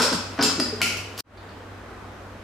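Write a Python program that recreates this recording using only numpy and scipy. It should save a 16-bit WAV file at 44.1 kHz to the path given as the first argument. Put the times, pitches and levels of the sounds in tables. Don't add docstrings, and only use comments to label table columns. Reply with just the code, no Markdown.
import sys
import numpy as np
from scipy import signal
from scipy.io import wavfile

SR = 44100
rng = np.random.default_rng(int(sys.argv[2]) if len(sys.argv) > 2 else 0)


def wav_record(signal):
    frames = np.transpose(np.atleast_2d(signal))
    bounded = np.clip(frames, -1, 1)
    quanta = np.round(bounded * 32767).astype(np.int16)
    wavfile.write(sys.argv[1], SR, quanta)


def makeup_ratio(level_db):
    decades = np.asarray(level_db, float) / 20
    return 10 ** decades


N = 107339
LEAD = SR // 10

# (frequency [Hz], level [dB])
EARLY_AIR = [(30, -10), (70, 2.5), (125, -6.5), (245, 0.5), (1300, -6.5), (2000, -10), (5000, -18),
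             (16000, -36.5)]
LATER_AIR = [(30, -18), (50, -3), (125, -15.5), (245, -8), (420, -10.5), (1500, -15), (2100, -22),
             (5000, -33.5), (16000, -49.5)]
# (frequency [Hz], likeness [0 to 1])
LIKENESS = [(30, .9995), (120, 0.95), (300, 0.9), (600, 0.79), (1500, 0.44), (3000, 0.32), (8000, 0.041)]
# (frequency [Hz], time to fall 60 dB [s])
ROOM_T60 = [(150, 0.65), (500, 0.55), (2500, 0.71), (6000, 0.61), (14000, 0.25)]
# (frequency [Hz], level [dB])
ROOM_WET = [(150, -12), (500, -5), (2000, -3), (8000, 1), (15000, -0.5)]
# (time [s], level [dB])
FADE_OUT = [
    (0, 0),
    (1.0, 0),
    (1.2065, -4),
    (1.2085, -24),
    (1.2135, -42),
    (1.226, -56),
    (1.228, -90),
]

# (time [s], level [dB], rattle length [s])
TICKS = [
    (1.374, -39, .02),
    (1.492, -40, 0.002),
    (1.508, -48, .002),
]
# (time [s], level [dB], rattle length [s])
THUDS = [
    (-.03, -17, 0.0099),
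    (.132, -23, 0.0033),
    (.388, -18.5, 0.0033),
    (.407, -13.5, 0.022),
    (.44, -18.5, 0.02),
    (.5805, -21, 0.011),
    (.598, -16, 0.0053),
    (.725, -27, 0.0035),
    (.83, -24, 0.0084),
]
# (time [s], level [dB], frequency [Hz], time to fall 60 dB [s])
ROCKS = [(-.005, -27, 248.7, 0.23), (.002, -21, 463, 0.08), (0.027, -21, 382, 0.069),
         (.042, -20.5, 500, 0.053), (.055, -23.5, 572, 0.087), (0.114, -22, 293, .1),
         (0.132, -16.5, 265, 0.028), (.149, -16.5, 195, 0.035), (.388, -17.5, 277, 0.13),
         (.423, -21.5, 268, 0.054), (.442, -20.5, 268, 0.077), (.481, -20.5, 260, 0.066),
         (.515, -32.5, 276, 0.16), (.586, -22.5, 310, 0.079), (.595, -19, 233, 0.036),
         (.614, -24, 254.4, 0.14), (0.652, -19, 235, 0.02), (.727, -30, 413, 0.06)]
# (time [s], level [dB], rattle length [s])
KNOCKS = [
    (-.02, -6.5, 0.015),
    (.006, -14, 0.061),
    (.04, -18, 0.036),
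    (.126, -17.5, 0.0057),
    (.378, -26, 0.0017),
    (.390, -11.5, 0.012),
    (.425, -14, 0.09),
    (.5985, -18, 0.003),
    (.805, -22.5, 0.0056),
    (1.187, -23.5, 0.0058),
]
# (time [s], level [dB], rattle length [s])
SLIDES = [
    (-.02, -17, 0.043),
    (.019, -14, 0.029),
    (.127, -22.5, 0.013),
]
# (time [s], level [dB], rattle length [s])
GRAZES = [
    (.016, -14.5, 0.016),
    (.4105, -11, 0.0093),
]
# (time [s], level [dB], rattle length [s])
CLANKS = [
    (.4255, -13, 0.03),
    (.449, -28, 0.03),
]
# (time [s], level [dB], rattle length [s])
DROPS = [
    (.5992, -18, 0.0031),
    (.65, -33, 0.0024),
]
# (time [s], level [dB], frequency [Hz], time to fall 60 dB [s])
RINGS = [
    (.4255, -30, 7537, 0.15),
    (.428, -31.5, 5324, .2),
    (.43, -33, 4830, .15),
    (.449, -31, 2681, 0.12),
    (.5992, -26, 1520, 0.022),
    (.5992, -22, 1910, 0.012),
    (.6, -41, 5280, .12),
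    (.6, -37, 4740, 0.051),
]
# (time [s], level [dB])
EDGES = [
    (.4262, -13),
    (.5995, -29),
    (.8166, -9.5),
    (.970, -26.5),
    (1.1885, -26),
]
# (time [s], level [dB], rattle length [s])
SNAPS = [
    (.8165, -6.5, 0.014),
    (.859, -15, 0.048),
    (.970, -22.5, 0.0064),
]
# (time [s], level [dB])
RASP_LEVEL = [
    (1.1768, -60),
    (1.178, -39),
    (1.186, -50),
    (1.1885, -39),
    (1.2055, -42),
    (1.2075, -60),
]

# (frequency [Hz], level [dB], time to fall 60 dB [s])
GLASS_MODES = [(3660, -3, 0.012), (4100, -9.5, 0.036), (4420, -2, 0.012), (4730, -9, 0.015)]
POT_MODES = [(180.9, -12, 0.36), (237, -4, 0.24), (274, -2.5, 0.066), (364, -8, 0.16), (429, -0.5, 0.11),
             (476, -6.5, 0.025), (566, -11, 0.02)]
WALL_MODES = [(443, -4.5, 0.051), (754, -7.5, 0.044), (926, -4, 0.045), (1114, -4.5, 0.11),
              (1290, -4, 0.13), (1470, 8.5, 0.036), (1830, -19, 0.028), (2038, -14, .03)]
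RIM_MODES = [(2570, -3, 0.016), (3440, -4.5, .02), (4550, -6.5, 0.02), (4700, -10, .025), (5370, 1, 0.02),
             (7000, -2.5, 0.011), (7560, -3.5, 0.022)]
LID_MODES = [(2594, -5, 0.035), (2681, -8, 0.03), (3300, -8.5, 0.0081), (3780, -24, .02),
             (4180, -17, 0.017), (4580, -10.5, 0.02), (4780, -6.5, 0.02), (4880, -1.5, 0.047),
             (5180, -2.5, 0.028), (5330, -0.5, 0.012), (6940, 4, 0.012), (7500, -13, 0.02),
             (7600, -10.5, 0.042), (9000, -18, .02)]
LATCH_MODES = [(756, -7, 0.042), (1396, 0, 0.035), (1940, -11, 0.016), (2182, -4, 0.024),
               (2284, -1.5, 0.025), (2500, 0, 0.04), (2540, -8, .02), (2678, 1, 0.051), (2726, -1.5, 0.028),
               (2920, 2, 0.035), (2960, -21, 0.02), (4400, -4, 0.014), (4800, -1.5, 0.02),
               (5550, -5, 0.026)]
# (frequency [Hz], level [dB])
POT_CRACK = [(120, -15), (200, -8.5), (270, 7), (500, -1), (900, -11), (1500, -38)]
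WALL_CRACK = [(400, -5.5), (900, -5.5), (1500, -1.5), (2200, -13.5), (4000, -16), (7000, -17)]
LID_CRACK = [(1500, -27), (2700, -2.5), (3600, -3.5), (5000, 3.5), (6000, -6.5), (7500, -10.5),
             (9000, -8.5), (15500, -25)]
DROP_CRACK = [(1200, -16), (1900, -1), (3600, -7.5), (5000, -9), (6200, -4), (9000, -8), (15500, -35)]
LATCH_CRACK = [(600, -20), (1500, -17), (2500, 6), (3600, -11), (5300, -0.5), (8000, -13), (13000, -12),
               (15000, -39)]
RASP_COLOUR = [(180, -16), (300, -6), (2140, -14), (2790, 0), (3600, -10), (4910, 5), (6300, -9),
               (16000, -12)]


def amp_at(rows, s):
    return makeup_ratio(np.interp(s, *np.transpose(rows)))


def at_hz(points, hz):
    table_hz, values = np.transpose(points)
    return np.interp(np.log(hz), np.log(table_hz), values)


def rms_one(x):
    return x / np.sqrt(np.mean(x ** 2) + 1e-20)


def bands():
    limits = 20 * 2 ** np.arange(0, 9.8, 1 / 3)
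    return [(k, np.sqrt(low * high), signal.butter(2, [low, high], "band", fs=SR, output="sos"))
            for k, (low, high) in enumerate(zip(limits, limits[1:]))]


def drift(rate_hz):
    knots = rng.standard_normal(200)
    return np.interp(np.arange(N) / SR * rate_hz, np.arange(200), knots)


def stereo_noise(length, gain_of_band):
    out, white = 0, rng.standard_normal((2, 2, length))
    for k, hz, sos in bands():
        mid, side = signal.sosfilt(sos, white[k % 2])
        alike = np.clip(at_hz(LIKENESS, hz), 0, 1)
        stereo = np.sqrt(1 + alike) * mid + np.sqrt(1 - alike) * side * [[1], [-1]]
        out = out + gain_of_band(hz) * stereo
    return out


def air(spectrum):
    shared = drift(2.52)

    def gain_of_band(hz):
        patchy_db = 1.0 * (0.3 * shared + drift(8.36))
        return makeup_ratio(at_hz(spectrum, hz) + patchy_db)
    return rms_one(stereo_noise(N, gain_of_band))


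def hum():
    pitch_hz = 97.7 + 0.35 * drift(5.4)
    waver = makeup_ratio(1.2 * drift(11.0))
    return np.sqrt(2) * waver * np.sin(2 * np.pi * np.cumsum(pitch_hz) / SR)


def kitchen(x, onset_s):
    t = np.arange(SR) / SR

    def gain_of_band(hz):
        t60 = at_hz(ROOM_T60, hz)
        return makeup_ratio(at_hz(ROOM_WET, hz) - 60 * t / t60) / np.sqrt(t60)
    echo = stereo_noise(SR, gain_of_band) * (1 - np.exp(-t / onset_s)) * makeup_ratio(-33)
    echo[:, 0] = 1
    echo[0, 5] = echo[1, 11] = makeup_ratio(-25)
    wet = signal.fftconvolve(x[None], echo, axes=1)[:, LEAD:N + LEAD]
    return wet * makeup_ratio(np.array([[0.5], [-0.5]]))


def coloured(x, spectrum):
    out = 0
    for k, hz, sos in bands():
        if spectrum[0][0] < hz < spectrum[-1][0]:
            out = out + (-1) ** k * makeup_ratio(at_hz(spectrum, hz)) * signal.sosfilt(sos, x + 1e-18)
    return out


def contacts(rows, rattle_db, spread_db, soft_hz):
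    out, t = np.zeros(N + LEAD), np.arange(SR // 10) / SR
    touches_per_s = 2200
    for s, db, length in rows:
        chance, strength = rng.random((2, len(t)))
        touches = (chance < touches_per_s / SR) * (2 * strength - 1) * np.exp(-t / max(length, 1e-3))
        touches *= makeup_ratio(rattle_db) / np.sqrt(np.sum(touches ** 2) + 1e-9)
        touches[0] = 1
        i = int(s * SR) + LEAD
        out[i:i + len(t)] += makeup_ratio(db + spread_db * rng.standard_normal()) * touches
    r = np.exp(-2 * np.pi * soft_hz / SR)
    return signal.lfilter([1 - r], [1, -r], out + 1e-18)


def body(rows, modes, crack, ring_db, crack_db, rattle_db, soft_hz):
    out = makeup_ratio(crack_db) * coloured(contacts(rows, rattle_db, 0, soft_hz), crack)
    for hz, db, t60 in modes:
        r = makeup_ratio(-60 / (max(t60, 0.005) * SR))
        w = 2 * np.pi * hz / SR
        clicks = contacts(rows, rattle_db, 1.5, soft_hz)
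        out += makeup_ratio(db + ring_db) * signal.lfilter([0, np.sin(w)], [1, -2 * r * np.cos(w), r * r], clicks)
    return out


def notes(rows, attack_s):
    out, age = np.zeros(N + LEAD), np.arange(SR // 3) / SR
    for s, db, hz, t60 in rows:
        i = int(s * SR) + LEAD
        envelope = makeup_ratio(db - 60 * age / t60) * (1 - np.exp(-age / attack_s))
        out[i:i + len(age)] += envelope * np.sin(2 * np.pi * hz * age) * 2
    return out


def far_ticks():
    return body(TICKS, GLASS_MODES, LID_CRACK, ring_db=-10.0, crack_db=-18, rattle_db=9.0, soft_hz=9240)


def pot():
    thuds = body(THUDS, POT_MODES, POT_CRACK, ring_db=-10, crack_db=14.5, rattle_db=2.0, soft_hz=700)
    knocks = body(KNOCKS, WALL_MODES, WALL_CRACK, ring_db=-22.0, crack_db=22.0, rattle_db=6.5, soft_hz=2960)
    return thuds + knocks + notes(ROCKS, attack_s=0.0056)


def lid():
    middle = LID_MODES[4:10]
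    slides = body(SLIDES, RIM_MODES, LID_CRACK, ring_db=-11, crack_db=17.5, rattle_db=8.5, soft_hz=12000)
    grazes = body(GRAZES, middle, WALL_CRACK, ring_db=-15.5, crack_db=12.5, rattle_db=13.0, soft_hz=6000)
    clanks = body(CLANKS, LID_MODES, LID_CRACK, ring_db=-14.5, crack_db=17.0, rattle_db=9.5, soft_hz=11800)
    drops = body(DROPS, middle, DROP_CRACK, ring_db=-7, crack_db=17.0, rattle_db=5.5, soft_hz=10000)
    return slides + grazes + clanks + drops + notes(RINGS, attack_s=0.00054)


def bare_edges():
    clicks = np.zeros(N)
    for s, db in EDGES:
        clicks[int(s * SR) + np.array([0, 9, 23])] = makeup_ratio(db) * np.array([1, -0.8, 0.5])
    bright = signal.butter(2, [5000, 15000], "band", fs=SR, output="sos")
    tick = signal.sosfilt(bright, clicks + 1e-18)
    return np.array([tick, np.roll(tick, 3)])


def latch():
    return body(SNAPS, LATCH_MODES, LATCH_CRACK, ring_db=-18.5, crack_db=14, rattle_db=4, soft_hz=14000)


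def rasp():
    touches_per_s = 14000
    grit = rng.standard_normal(N + LEAD) * (rng.random(N + LEAD) < touches_per_s / SR)
    t = (np.arange(N + LEAD) - LEAD) / SR
    sliding = (t > 1.17) * (t < 1.22)
    return rms_one(coloured(grit, RASP_COLOUR)) * makeup_ratio(11) * amp_at(RASP_LEVEL, t) * sliding


def scene():
    t = np.arange(N) / SR
    motor = hum()
    cooker = pot() + lid() + latch() + rasp()
    no_rumble = signal.butter(2, 130, "high", fs=SR, output="sos")
    cooker = signal.sosfilt(no_rumble, cooker)
    first = kitchen(cooker, onset_s=0.0026) + bare_edges()
    first = first + makeup_ratio(-38.5) * air(EARLY_AIR) + makeup_ratio(-42.5) * motor
    later = makeup_ratio(-41.5) * air(LATER_AIR) + makeup_ratio(-48) * motor
    fade_in = np.clip((t - 1.235) / 0.2, 0, 1) ** 1.2
    return first * amp_at(FADE_OUT, t) + later * fade_in + kitchen(far_ticks(), onset_s=0.005)


def low_pass(x):
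    return signal.sosfilt(signal.butter(12, 16510, fs=SR, output="sos"), x)


def record(dry):
    rounded = 0.69 * np.tanh(dry / 0.7)
    treble_cut = signal.cheby2(10, 60, 16700, fs=SR, output="sos")
    mix = signal.sosfilt(treble_cut, rounded)
    return low_pass(mix)


dry = scene()
out = record(dry)
wav_record(out)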